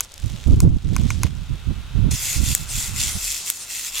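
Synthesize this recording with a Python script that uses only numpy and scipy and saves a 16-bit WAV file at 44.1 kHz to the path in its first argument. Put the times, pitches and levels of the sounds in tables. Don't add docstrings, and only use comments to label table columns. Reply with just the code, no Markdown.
import sys
import numpy as np
from scipy import signal
from scipy.fft import rfft, irfft, next_fast_len
from scipy.io import wavfile
from scipy.ndimage import uniform_filter1d, map_coordinates

SR = 44100
rng = np.random.default_rng(int(sys.argv[2]) if len(sys.argv) > 2 else 0)


def transcribe(signal):
    frames = np.atleast_2d(signal).T
    limited = np.clip(frames, -1, 1)
    pcm = np.round(limited * 32767).astype(np.int16)
    wavfile.write(sys.argv[1], SR, pcm)


N = 176400

# t/s at top speed, length/s, relative hiss level/dB, relative rasp level/dB
STROKES = [(2.149, 0.091, -30, -39), (2.285, .14, -25.5, -35), (2.493, 0.11, -26.5, -36),
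           (2.602, .08, -37, -48), (2.804, 0.15, -28, -37.5), (3.023, 0.099, -25, -32.5),
           (3.095, 0.057, -30, -36), (3.287, 0.18, -27.5, -39), (3.484, .05, -28, -37.5),
           (3.551, 0.098, -36, -51), (3.775, .14, -29.5, -40.5), (3.868, 0.052, -30, -38.5),
           (3.995, 0.098, -27, -33)]
# f/Hz, level/dB
HISS_SPECTRUM = [(500, -66), (3000, -21.5), (4200, -8.5), (5800, -4), (6750, -3), (7300, 1.5), (7900, -5),
                 (10000, -8), (14200, -11), (16000, -21)]
RASP_SPECTRUM = [(300, -24), (1700, -11), (2050, 1.5), (2380, -5), (2650, 4.5), (2950, -5), (3380, 2.5),
                 (3800, -4), (4200, -3), (4900, -16), (6500, -45)]
# f/Hz, left-right likeness (0-1)
ROBOT_LIKENESS = [(1000, 1), (5000, 0.64), (8000, 0.58), (14000, 0.1)]
SERVO_START_S, SERVO_ATTACK_S = 2.109, 0.00079
HISS_GAIN_DB, RASP_GAIN_DB, HISS_FLOOR_DB, RASP_FLOOR_DB = 1, 2, -44, -51
TEETH_PER_S, TEETH_PER_S_PER_DB, FULL_EFFORT_DB = 275, 5, -26
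# centre t/s, length/s, level/dB, f/Hz
WHINES = [(2.708, 0.034, -35, 8720), (3.123, 0.073, -39, 10000), (3.623, .025, -38, 8700)]
# f/Hz, level/dB relative to the background hiss, waver (share of f)
IDLE_TONES = [(1390, -15, .028), (2617, -15, .004)]
# t/s, level/dB
TWITCH_LEVEL = [(.08, -67), (.14, -48), (.3, -48.5), (.36, -59), (.53, -55), (.68, -59), (.9, -86)]

# t/s, crack level/dB, ring level/dB, crack f/Hz
SNAPS = [(.0069, -5, -26.5, 6980), (.048, -34, -47, 6800), (0.6037, -9.5, -25, 7280),
         (0.9644, -16, -20, 6400), (1.016, -39, -40, 7600), (1.1043, -18.5, -17.5, 6440),
         (1.2337, -11, -18.5, 6450), (1.266, -35, -33, 6600), (2.55, 0.5, -41, 7890),
         (3.5013, -1.5, -32, 8360)]
# multiple of its f, level/dB
CRACK_SPECTRUM = [(.06, -32), (.4, -9), (.6, -12), (.95, -1), (1.3, -4), (1.65, -1.5), (2.3, -12)]
# f/Hz, level/dB, t60/s
FRAME_MODES = [(1040, 0, .017), (1500, -5, .02), (2110, -3, .017), (2520, 0, .013), (2800, -9, .01),
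               (6250, -2, .007)]
CRACK_T60_S, PING_T60_S, PING_DB, SCATTER_T60_S, SCATTER_DB = 0.0033, 0.0023, 7, 0.03, -19.5
# centre t/s, length/s, level/dB, f/Hz
SCUFFS = [(0.037, 0.017, -38, 7200), (0.627, 0.025, -42.5, 7500), (1.12, 0.06, -40, 6350),
          (2.116, 0.01, -25, 6960), (2.365, 0.063, -30, 6500), (2.709, 0.029, -31, 7900),
          (3.142, 0.095, -31, 8000), (3.41, 0.18, -34.5, 6700), (3.623, 0.048, -34, 7700)]
# multiple of its f, level/dB
SCUFF_SPECTRUM = [(.2, -18.5), (.55, -8.5), (.9, -3.5), (1.1, -4), (1.6, -14), (2.2, -35)]
# t/s, level/dB
GRASS_LEVEL = [(0, -44), (.08, -49), (.3, -43.5), (.5, -43.5), (.62, -49), (.69, -53.5), (.85, -50),
               (1.0, -40.5), (1.2, -44.5), (1.26, -37), (1.3, -49.5), (2.1, -56)]
# f/Hz, level/dB
GRASS_SPECTRUM = [(500, -1.5), (1500, -6), (3500, 1), (5000, -4), (6500, -3.5), (9000, -9.5),
                  (11000, -15.5), (16000, -22)]

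# start t/s, length/s, relative level/dB
GUSTS = [(.239, 0.035, -17), (.3, 0.055, -25.5), (.468, 0.079, -8), (.565, 0.039, -14), (.625, 0.059, -8),
         (.69, 0.081, -15), (.845, 0.13, -18), (.988, 0.081, -14), (1.08, 0.16, -20.5), (1.245, 0.017, -12),
         (1.27, 0.17, -26.5), (1.495, 0.061, -20.5), (1.668, 0.058, -17), (1.75, .055, -26.5),
         (1.95, 0.066, -14), (2.02, 0.074, -12), (2.11, 0.043, -18), (2.365, 0.077, -14.5),
         (2.46, 0.072, -19.5), (2.595, .04, -29), (2.745, 0.051, -26), (2.88, 0.22, -28.5),
         (3.158, 0.013, -17)]
BREEZE = (0.198, 2.95, -34.5)
# t/s, level/dB at the left port relative to the right
WIND_SIDE = [(.49, -17), (.54, -2), (.68, -6), (1.0, -16), (1.85, -15), (1.98, -27), (2.12, -9),
             (2.42, -22), (2.65, -12)]
# f/Hz, level/dB
EDDY_SPECTRUM = [(15, -8.5), (38, -0.5), (70, 0.5), (125, -4), (400, -34), (1200, -100)]
FLUTTER_SPECTRUM = [(60, -31), (140, 5), (250, 1), (400, -16), (1400, -37.5), (4000, -80)]
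GUST_EDGE_S, STRONG_GUST_DB, EDDY_DB, FLUTTER_DB, FLUTTER_EXPONENT = 0.0051, -11.5, 1.5, -8.5, 1.61
# f/Hz, level/dB
BACKGROUND_SPECTRUM = [(20, -5), (80, 11.5), (280, 4), (460, -0.5), (1200, 4), (1480, 5.5), (1700, -.5),
                       (2600, 3), (3700, 5), (4400, -3), (9000, -10.5), (16000, -17.5)]
RUMBLE_SPECTRUM = [(30, -16), (41, 1), (49, -18.5), (100, -18), (250, -76)]
# t/s, level/dB
BACKGROUND_LEVEL = [(0, -55), (1.1, -54), (1.6, -46.5), (3.15, -41), (3.3, -48)]
# t/s, level/dB
RUMBLE_LEVEL = [(0, -42.5), (3.35, -41.5), (3.55, -60.5), (4, -50)]


def servos():
    hiss_power = sum((amp(db) * swell(s, length)) ** 2 for s, length, db, _ in STROKES)
    rasp_power = sum((amp(db) * swell(s, length)) ** 2 for s, length, _, db in STROKES)
    hiss_gain = np.sqrt(amp(HISS_FLOOR_DB) ** 2 + hiss_power)
    rasp_gain = np.sqrt(amp(RASP_FLOOR_DB) ** 2 + rasp_power)
    effort_db = 20 * np.log10(hiss_gain) - FULL_EFFORT_DB
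    tooth_rate = np.maximum(TEETH_PER_S + TEETH_PER_S_PER_DB * effort_db, 20)
    teeth = chatter(tooth_rate, jitter=.09, life_s=.00045, spread_db=1.9, share=.62)
    hiss = amp(HISS_GAIN_DB) * hiss_gain * servo_cases(rush(HISS_SPECTRUM, ROBOT_LIKENESS))
    rasp = amp(RASP_GAIN_DB) * rasp_gain * servo_cases(rush(RASP_SPECTRUM, ROBOT_LIKENESS))
    running = np.clip((np.arange(N) / SR - SERVO_START_S) / SERVO_ATTACK_S, 0, 1)
    pan = amp([[.25], [-.25]])
    return running * teeth * (hiss + rasp) * pan


def servo_cases(x, ripple_db=2.5):
    spectra = signal.stft(x, nperseg=512)[2]
    ripple = uniform_filter1d(rng.standard_normal(spectra.shape[1:]), size=3, axis=0)
    ripple = uniform_filter1d(ripple, size=16, axis=1)
    coloured = signal.istft(spectra * amp(ripple_db * unit(ripple)), nperseg=512)[1]
    return unit(coloured[:, :N])


def motor_whines():
    background_db = curve(BACKGROUND_LEVEL)
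    idle = sum(amp(background_db + db) * tone(hz, waver) for hz, db, waver in IDLE_TONES)
    return idle + sum(amp(db) * swell(s, length) * tone(hz, waver=.016) for s, length, db, hz in WHINES)


def servo_twitches():
    ticks = chatter(per_s=50, jitter=.04, life_s=.00033, spread_db=5.5, share=1)
    return amp(curve(TWITCH_LEVEL)) * ticks * rush(HISS_SPECTRUM, ROBOT_LIKENESS)


def leg_snaps():
    out = np.zeros((2, N + SR))
    t = np.arange(SR // 10) / SR
    rise = 1 - np.exp(-t / .00008)
    envelope = decay(t, CRACK_T60_S) + amp(SCATTER_DB) * decay(t, SCATTER_T60_S)
    for s, crack_db, ring_db, hz in SNAPS:
        at = round(s * SR)
        noise = pitched_rush(CRACK_SPECTRUM, hz)[:, :len(t)]
        crack = unit(noise * envelope) * np.sqrt(np.mean(envelope ** 2))
        ping = amp(PING_DB) * np.sin(2 * np.pi * hz * t) * decay(t, PING_T60_S)
        out[:, at:at + len(t)] += rise * (amp(crack_db) * (crack + ping) + amp(ring_db) * frame_ring(t))
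    return out[:, :N]


def frame_ring(t, spread_db=1.8, detune=.02):
    ring = np.zeros(len(t))
    for k, (hz, db, t60) in enumerate(FRAME_MODES):
        gain = (-1) ** (k + 1) * amp(db + rng.normal(0, spread_db))
        ring += gain * np.sin(2 * np.pi * hz * rng.normal(1, detune) * t) * decay(t, t60)
    return ring


def foot_scuffs():
    return sum(amp(db) * swell(s, length) * pitched_rush(SCUFF_SPECTRUM, hz)
               for s, length, db, hz in SCUFFS)


def grass():
    flicks = chatter(per_s=170, jitter=1.7, life_s=.00025, spread_db=3.2, share=.48)
    return amp(curve(GRASS_LEVEL)) * flicks * rush(GRASS_SPECTRUM, likeness=[(3000, 0.64)])


def wind():
    t = np.arange(N) / SR
    edge = lambda s: .5 + .5 * np.tanh((t - s) / GUST_EDGE_S)
    power = sum(amp(db) ** 2 * edge(s) * (1 - edge(s + length)) for s, length, db in [*GUSTS, BREEZE])
    right = np.sqrt(power)
    gust = np.array([right * amp(curve(WIND_SIDE)), right])
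    lumps = unit(amp(3.5 * np.array([wobble(70), wobble(70)])))
    eddies = rush(EDDY_SPECTRUM, likeness=[(100, 0.068)])
    eddy_power = np.abs(uniform_filter1d(eddies ** 2, size=1900, axis=1))
    eddies /= np.sqrt(eddy_power + 1e-9)
    flutter_gain = amp(STRONG_GUST_DB + FLUTTER_DB) * (gust / amp(STRONG_GUST_DB)) ** FLUTTER_EXPONENT
    flutter = flutter_gain * rush(FLUTTER_SPECTRUM, likeness=[(200, 0.088)])
    return np.tanh(amp(EDDY_DB) * gust * eddies + lumps * flutter)


def background():
    hiss = rush(BACKGROUND_SPECTRUM, likeness=[(100, 0.69), (1500, 0.79), (8000, 0.21)])
    rumble = rush(RUMBLE_SPECTRUM, likeness=[(40, 0.97)])
    return amp(curve(BACKGROUND_LEVEL)) * hiss + amp(curve(RUMBLE_LEVEL)) * rumble


def chatter(per_s, jitter, life_s, spread_db, share):
    count = np.cumsum(np.broadcast_to(per_s, N)) / SR
    timing, force = rng.standard_normal((2000, 2)).T
    at = np.searchsorted(count, np.arange(len(timing)) + jitter * timing)
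    inside = at < N
    hits = np.bincount(at[inside], amp(spread_db * np.minimum(force[inside], 2)) ** 2, N)
    pole = np.exp(-1 / (life_s * SR))
    power = signal.lfilter([1], np.poly([pole, pole]), hits)
    return np.sqrt(1 - share + share * power / power.mean())


def rush(spectrum, likeness):
    def response(hz):
        angle = np.arccos(np.clip(along(likeness, hz), -1, 1)) / 2
        return amp(along(spectrum, hz)) * [np.cos(angle), np.sin(angle)]
    mid, side = filtered(rng.standard_normal((2, N)), response)
    return unit(np.array([mid + side, mid - side]))


def pitched_rush(spectrum, hz):
    return rush([(multiple * hz, db) for multiple, db in spectrum], ROBOT_LIKENESS)


def tone(hz, waver):
    pitch = hz * (1 + waver * wobble(900))
    return unit(np.sin(2 * np.pi * np.cumsum(pitch) / SR))


def swell(s, length, squareness=2.4):
    return np.exp(-.5 * np.abs(2 * (np.arange(N) / SR - s) / length) ** squareness)


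def decay(t, t60):
    return amp(-60 * t / t60)


def wobble(rate):
    knots = rng.standard_normal(int(N * rate / SR) + 4)
    return map_coordinates(knots, [np.arange(N) * rate / SR])


def curve(points):
    return np.interp(np.arange(N) / SR, *np.transpose(points))


def along(points, hz):
    f, values = np.transpose(points)
    return np.interp(np.log(hz + 1), np.log(f + 1), values)


def filtered(x, response):
    size = next_fast_len(N + SR // 2)
    return irfft(rfft(x, size) * response(np.fft.rfftfreq(size, 1 / SR)), size)[..., :N]


def amp(db):
    return 10 ** (np.asarray(db) / 20)


def unit(x):
    return x / np.sqrt(np.mean(x ** 2) + 1e-20)


def scene():
    robot = servos() + motor_whines() + servo_twitches() + foot_scuffs() + leg_snaps()
    return robot + grass() + wind() + background()


def record(dry):
    return filtered(np.clip(dry, -1, 1), lambda hz: hz < 16000)


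dry = scene()
out = record(dry)
transcribe(out)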